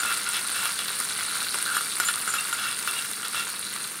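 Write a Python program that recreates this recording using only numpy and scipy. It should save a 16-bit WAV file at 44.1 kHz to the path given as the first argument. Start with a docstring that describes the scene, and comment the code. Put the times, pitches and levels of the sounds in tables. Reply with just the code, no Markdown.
"""Hot oil on wet batter.

Tempering oil sizzles in a glass bowl, close up in a kitchen. Tiny steam bubbles burst in a
dense crackle that slowly calms; a few spit loudly. A steel spoon taps, scrapes and squeals
as it gets the last oil out of a small pan held above the bowl. The room rumbles faintly."""
import sys
import numpy as np
from scipy import signal
from scipy.io import wavfile

SR = 44100
rng = np.random.default_rng(int(sys.argv[2]) if len(sys.argv) > 2 else 0)


def transcribe(u):
    """Save the signal u as a 16-bit wav file named by the first command-line argument.

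    u: samples, shape (n,) or (channels, n), limited to [-1, 1]; the rate is SR.
    q: integer samples, one column per channel.
    """
    v = np.clip(np.atleast_2d(u).T, -1, 1)
    q = np.round(v * 32767).astype(np.int16)
    wavfile.write(sys.argv[1], SR, q)


N = 176400

# Spectrum of bubbles and fizz. Each row: frequency in Hz, gain in dB.
SIZZLE_EQ = [(150, -32), (450, -10.5), (850, -11), (1080, -5), (1350, 3), (1800, -2), (2500, -3),
             (3200, -6), (4100, -0.5), (5000, -5.5), (6200, -8), (7400, -6.5), (8300, -0.5), (9100, 4.5),
             (10200, -1), (11200, -7), (12500, -17), (15500, -19)]
# Spectrum of dry ticks. Each row: frequency in Hz, gain in dB.
TICK_EQ = [(200, -37), (800, -20), (1400, 4), (2500, 2.5), (4200, -1.5), (6500, -4.5), (9200, -2),
           (11500, 4), (15500, -2)]
# How hard the oil boils. Each row: time in seconds, gain in dB.
BOIL_CURVE = [(0, 0), (.6, -0.5), (.77, -0.95), (1.4, -1), (2.1, -0.5), (2.6, -2.5), (3.0, -2), (3.17, -3),
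              (3.4, -2.5), (3.7, -4), (4, -4.5)]
# Loud spits of oil. Each row: start in seconds, level in dB, pitch in Hz.
OIL_SPITS = [(.2897, -12.5, 9200), (.4524, -28, 9150), (.5177, -16.5, 9600), (.8826, -15.5, 4000),
             (1.0022, -10.5, 9700), (1.430, -15.5, 8050), (1.5438, -24, 9800), (1.552, -24, 8900),
             (1.6266, -10, 9050), (1.7193, -23, 9000), (1.771, -15, 8560), (1.8765, -22, 8900),
             (1.8985, -18, 10100), (1.9241, -18.5, 3900), (1.9874, -20, 9800), (2.14, -18, 3900),
             (2.1584, -13.5, 9000), (2.2166, -21, 10700), (2.4086, -15, 9300), (2.7905, -15.5, 9000),
             (2.9113, -17, 10700), (3.0674, -26, 9300), (3.1138, -16, 9500), (3.283, -16, 9050),
             (3.594, -18, 10800), (3.739, -18, 9000), (3.843, -19, 4100)]
# Loudness of larger bubbles. Each row: time in seconds, level in dB.
PLINK_CURVE = [(0, -42), (1.15, -42), (1.4, -36), (1.9, -44.5), (2.5, -49), (3.3, -46), (3.8, -42.5),
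               (4, -53)]
# Spoon hits on the pan. Each row: start in seconds, knock peak in dB, clink peak in dB.
SPOON_TAPS = [(.034, -13, -36), (.656, -9.5, -16.5), (.791, -15, -16.5), (.882, -16.5, -28),
              (1.001, -13.5, -41), (1.010, -15.5, -45), (1.024, -15, -34), (1.209, -16.5, -19),
              (1.312, -18.5, -44), (1.355, -15.5, -44), (1.5435, -12.5, -17), (1.586, -15, -26),
              (1.6615, -14, -42), (1.768, -8, -37), (1.809, -14, -40), (2.0005, -4.5, -28),
              (2.006, -11, -35), (2.086, -11, -28), (2.277, -12.5, -38), (2.3395, -11.5, -28),
              (2.528, -13, -21), (2.8755, -11.5, -20), (3.022, -19, -40), (3.231, -19, -23),
              (3.252, -17, -43), (3.3462, -16, -19), (3.762, -15, -30)]
# Spectrum of a knock. Each row: frequency in Hz, gain in dB.
KNOCK_EQ = [(40, -85), (130, -33), (330, -6.5), (830, -8.5), (1080, 2), (1380, 16), (1900, 3),
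            (2700, -14.5), (3500, -8.5), (5000, -4), (7200, -5.5), (11000, -1.5), (15500, -20)]
# Spoon strokes. Each row: start and length in seconds, ring, sing and rasp in dB, ring pitch in Hz.
SPOON_SCRAPES = [(0, 0.023, -30.5, -43, -38, 1435), (0.029, 0.11, -32, -39, -35, 1395),
                 (0.263, 0.046, -32.5, -46, -36.5, 1410), (0.328, 0.066, -38, -40, -30.5, 1403),
                 (0.546, 0.14, -35.5, -44.5, -35.5, 1406), (0.796, 0.043, -47, -50, -35.5, 1404),
                 (1.661, 0.08, -30.5, -55, -43, 1490), (1.737, 0.063, -30, -48, -34.5, 1370),
                 (2.003, 0.048, -32.5, -46, -35, 1390), (2.084, 0.018, -24, -37, -25.5, 1410),
                 (2.276, 0.028, -29.5, -50, -37, 1405), (2.335, 0.046, -33, -44, -33.5, 1316),
                 (2.375, 0.03, -39, -30.5, -41, 1340), (2.527, 0.0093, -27, -37, -36, 1420),
                 (2.578, 0.088, -32.5, -45, -34.5, 1405), (2.639, 0.1, -40.5, -42.5, -36, 1515),
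                 (2.878, 0.029, -35.5, -36, -33.5, 1334), (2.93, 0.081, -39.5, -40, -39.5, 1390),
                 (3.246, 0.027, -41, -47, -35.5, 1420), (3.346, 0.093, -37.5, -38, -34.5, 1394)]
# Spoon bites. Each row: start and length in seconds, lower and upper tone in dB, upper tone in Hz.
SPOON_SQUEALS = [(0, 0.015, -30, -51, 11500), (1.748, .026, -40, -36, 11700),
                 (2.002, .024, -36, -41, 11200), (2.048, 0.036, -29.5, -40, 11250),
                 (2.078, 0.016, -37, -27.5, 11100), (2.1, .075, -58, -48, 11300),
                 (2.278, 0.081, -36, -43, 11200), (2.335, 0.046, -41, -42, 11300),
                 (2.527, .018, -34, -37, 11300)]
# Damped pan modes. Each row: frequency in Hz, width in Hz, gain in dB.
DAMPED_MODES = [(1933, 460, 0.5), (2317, 410, 1), (2950, 920, 1), (3366, 370, -0.5), (3900, 660, -3.5),
                (5110, 400, -9)]
# Clear pan modes. Each row: frequency in Hz, width in Hz, gain in dB.
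CLEAR_MODES = [(2695, 130, 1), (3590, 120, -2), (5170, 220, -20)]
# Spectrum of the room rumble. Each row: frequency in Hz, gain in dB.
RUMBLE_EQ = [(48, -35), (70, -15), (100, 0.5), (200, 3.5), (500, 1.5), (900, -27), (3000, -28)]

SLIPS_PER_S, SLIP_SPREAD_DB = 3000, 1.5


def sizzle(bubbles_per_s=2800, bands=32, decay_s=0.00043, ticks_per_s=480, spots=4):
    """Steam bubbles of all sizes burst with a brief ring, among dry ticks and fine fizz."""
    bubble_db, tick_db, fizz_db, surge_db = -32, -39.5, -37, 1
    t = np.arange(0, .006, 1 / SR)
    bubbles = np.zeros(N)
    for hz in np.linspace(800, 15000, bands):
        ring = early_reflections(np.exp(-t / decay_s) * np.sin(2 * np.pi * hz * t))
        bursts = clicks(bubbles_per_s / bands, spread_db=4)
        bubbles += unit(signal.oaconvolve(bursts, ring)[:N])
    ticks = sum(early_reflections(clicks(ticks_per_s / spots, spread_db=4.6)) for _ in range(spots))
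    fizz = rng.standard_normal(N)
    layers = (bubbles, SIZZLE_EQ, bubble_db), (ticks, TICK_EQ, tick_db), (fizz, SIZZLE_EQ, fizz_db)
    boil = envelope(BOIL_CURVE) * amp(surge_db * wander(per_s=14))
    return boil * sum(amp(db) * unit(colour(x, eq)) for x, eq, db in layers)


def spit(db, hz, rise_s=0.00022, decay_s=0.00043, snap_gain=.6):
    """One large bubble bursts: a dry snap and a very short, high ring."""
    t = np.arange(0, .006, 1 / SR)
    decay = np.exp(-t / decay_s)
    shape = (1 - np.exp(-t / rise_s)) * decay
    snap = unit(resonate(rng.standard_normal(len(t)), hz, width_hz=hz)) * decay
    return amp(db) * shape / shape.max() * (np.sin(2 * np.pi * hz * t) + snap_gain * snap)


def plinks(per_s=200, bands=10, low_hz=3870, high_hz=4460, decay_s=0.001):
    """Larger bubbles in the batter ring a little longer, at several pitches."""
    t = np.arange(0, .012, 1 / SR)
    bubbles = np.zeros(N)
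    for hz in np.linspace(low_hz, high_hz, bands):
        ring = np.exp(-t / decay_s) * np.sin(2 * np.pi * hz * t)
        bubbles += signal.oaconvolve(clicks(per_s / bands, spread_db=3), ring)[:N]
    return envelope(PLINK_CURVE) * unit(bubbles)


def plops(per_s=70, db=-44):
    """Small drips and blisters plop in the wet batter, following the boil."""
    drips = resonate(clicks(per_s, spread_db=1), hz=1350, width_hz=420)
    return envelope(BOIL_CURVE) * amp(db) * unit(drips)


def tap(knock_db, clink_db, chatter_gain=.09, chatter_s=.003, size=3000):
    """Steel hits steel and chatters briefly: a damped knock and a clink of the pan."""
    t = np.arange(size) / SR
    force = (t == 0) + chatter_gain * rng.standard_normal(size) * np.exp(-t / chatter_s)
    parts = (colour(force, KNOCK_EQ), knock_db), (pan(force), clink_db)
    return sum(amp(db) * x / abs(x).max() for x, db in parts)


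def scrape(length_s, ring_db, sing_db, rasp_db, ring_hz, size=10000):
    """Quick slips of the spoon drive a low, sagging ring, the pan's clear modes and a gritty rasp."""
    sag, jitter, tone_share, grit_db = 0.0804, 0.02, 0.39, -2.5
    t = np.arange(size) / SR
    slips = clicks(SLIPS_PER_S, SLIP_SPREAD_DB, size)
    pitch_hz = ring_hz * (1 + sag * (.5 - np.minimum(t / length_s, 1)))
    stick_slip = sine(pitch_hz * (1 + jitter * wander(per_s=300, size=size)))
    rough = resonate(slips, pitch_hz, width_hz=224)
    ring = (1 - tone_share) * unit(rough) + tone_share * unit(stick_slip)
    sing = pan_singing(slips)
    grit = np.diff(resonate(slips, hz=2950, width_hz=2870), prepend=0)
    rasp = unit(pan(slips)) + amp(grit_db) * unit(grit)
    return stroke(pressure(t, length_s), [(ring, ring_db), (sing, sing_db), (rasp, rasp_db)])


def squeal(length_s, lower_db, upper_db, upper_hz, size=10000):
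    """The spoon's edge sticks and slips: two thin tones with hiss between them."""
    slips = clicks(SLIPS_PER_S, SLIP_SPREAD_DB, size)
    lower = resonate(slips, hz=7170, width_hz=170)
    upper = resonate(slips, upper_hz, width_hz=190)
    hiss = resonate(slips, hz=8800, width_hz=1300)
    press = pressure(np.arange(size) / SR, length_s)
    return stroke(press, [(lower, lower_db), (upper, upper_db), (hiss, lower_db - 3)])


def pressure(t, length_s, attack_s=0.0012, release_s=0.013):
    """The spoon bites quickly, holds and lets go."""
    return np.minimum(t / attack_s, 1) * np.exp(-np.maximum(t - length_s + release_s, 0) / release_s)


def pan(force):
    """A force rings the pan's damped modes."""
    return sum(amp(db) * resonate(force, hz, width_hz) for hz, width_hz, db in DAMPED_MODES)


def pan_singing(slips, bend_depth=.02, swell_db=2.5, drifts_per_s=25):
    """The pan's clear modes bend and swell as the spoon slides."""
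    bend = 1 + bend_depth * wander(drifts_per_s, len(slips))
    sing = np.zeros(len(slips))
    for hz, width_hz, db in CLEAR_MODES:
        gain = amp(db + swell_db * wander(drifts_per_s, len(slips)))
        sing += gain * unit(resonate(slips, hz * bend, width_hz))
    return sing


def thud(db=-36.5, decay_s=0.024, band_hz=(280, 1100), size=6000):
    """A dull bump as the pan is tipped back."""
    body = signal.lfilter(*signal.butter(2, band_hz, "band", fs=SR), rng.standard_normal(size))
    return stroke(np.exp(-np.arange(size) / SR / decay_s), [(body, db)])


def early_reflections(x, db=-8.5):
    """Adds reflections from bowl and counter, different for every spot."""
    return x + amp(db) * reverb(x, t60_s=0.0077, size=1200)


def reverb(x, t60_s, gap_s=.0007, size=16000):
    """A diffuse tail of reflections."""
    t = np.arange(size) / SR
    tail = rng.standard_normal(size) * amp(-60 * t / t60_s) * (t > gap_s)
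    return signal.oaconvolve(x, tail / np.linalg.norm(tail))[:len(x)]


def room_tone(rumble_db=-52, hum_db=-60, hum_hz=201, waver_hz=3):
    """Low kitchen rumble with a faint, wavering hum."""
    hum = sine(hum_hz + waver_hz * wander(per_s=20))
    rumble = colour(rng.standard_normal(N), RUMBLE_EQ)
    return amp(rumble_db) * unit(rumble) + amp(hum_db) * unit(hum)


def stroke(shape, parts):
    """Mixes (sound, dB) parts under one envelope."""
    return np.sqrt(np.mean(shape ** 2)) * sum(amp(db) * unit(shape * x) for x, db in parts)


def clicks(per_s, spread_db, size=N):
    """Random impulses, many small and a few large."""
    strength = amp(spread_db * np.minimum(rng.exponential(1, size), 3.8))
    return strength * rng.choice([-1, 1], size) * (rng.random(size) < per_s / SR)


def resonate(x, hz, width_hz):
    """Steep resonance at a pitch or along a pitch curve."""
    carrier = np.exp(2j * np.pi * np.cumsum(hz * np.ones(len(x))) / SR)
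    pole = np.exp(-np.pi * width_hz / SR)
    baseband = signal.lfilter([(1 - pole) ** 2], [1, -2 * pole, pole * pole], x / carrier)
    return 2 * (carrier * baseband).real


def colour(x, eq, size=4096):
    """Minimum-phase filter through (Hz, dB) points."""
    hz, db = np.transpose(eq)
    bins_hz = abs(np.fft.fftfreq(size, 1 / SR))
    log_gain = np.log(amp(np.interp(np.log(bins_hz + 1), np.log(hz), db)))
    taps = np.fft.ifft(np.exp(np.conj(signal.hilbert(log_gain)))).real
    return signal.fftconvolve(x, taps[:size // 2])[:len(x)]


def envelope(curve):
    """Gain per sample through (s, dB) points."""
    return amp(np.interp(np.arange(N) / SR, *np.transpose(curve)))


def wander(per_s, size=N):
    """Smooth random drift."""
    return np.interp(np.arange(size) * per_s / SR, np.arange(4000), rng.standard_normal(4000))


def sine(hz):
    """Tone along a pitch curve."""
    return np.sin(2 * np.pi * np.cumsum(hz) / SR)


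def amp(db):
    """Decibels to gain."""
    return 10 ** (np.asarray(db) / 20)


def unit(x):
    """Scales to rms 1."""
    return x / np.sqrt(np.mean(x ** 2) + 1e-20)


def add(mix, start_s, sound):
    """Mixes a sound in at its start time."""
    part = mix[max(0, round(start_s * SR)):][:len(sound)]
    part += sound[:len(part)]


def scene(thud_s=1.545, reverb_db=-7.5):
    """Oil and spoon close by, in the short reverberation of the kitchen."""
    direct = sizzle() + plinks() + plops()
    events = (OIL_SPITS, spit), (SPOON_TAPS, tap), (SPOON_SCRAPES, scrape), (SPOON_SQUEALS, squeal)
    for table, source in events:
        for start_s, *row in table:
            add(direct, start_s, source(*row))
    add(direct, thud_s, thud())
    return (direct + amp(reverb_db) * reverb(direct, t60_s=0.28) + room_tone())[None]


def record(dry, low_hz=45, high_hz=15800):
    """Bass roll-off and steep treble limit."""
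    thin = signal.lfilter(*signal.butter(2, low_hz, "high", fs=SR), dry)
    lowpass = signal.firwin(511, high_hz, window=("kaiser", 9), fs=SR)
    return signal.oaconvolve(thin, lowpass[None], "same")


dry = scene()
out = record(dry)
transcribe(out)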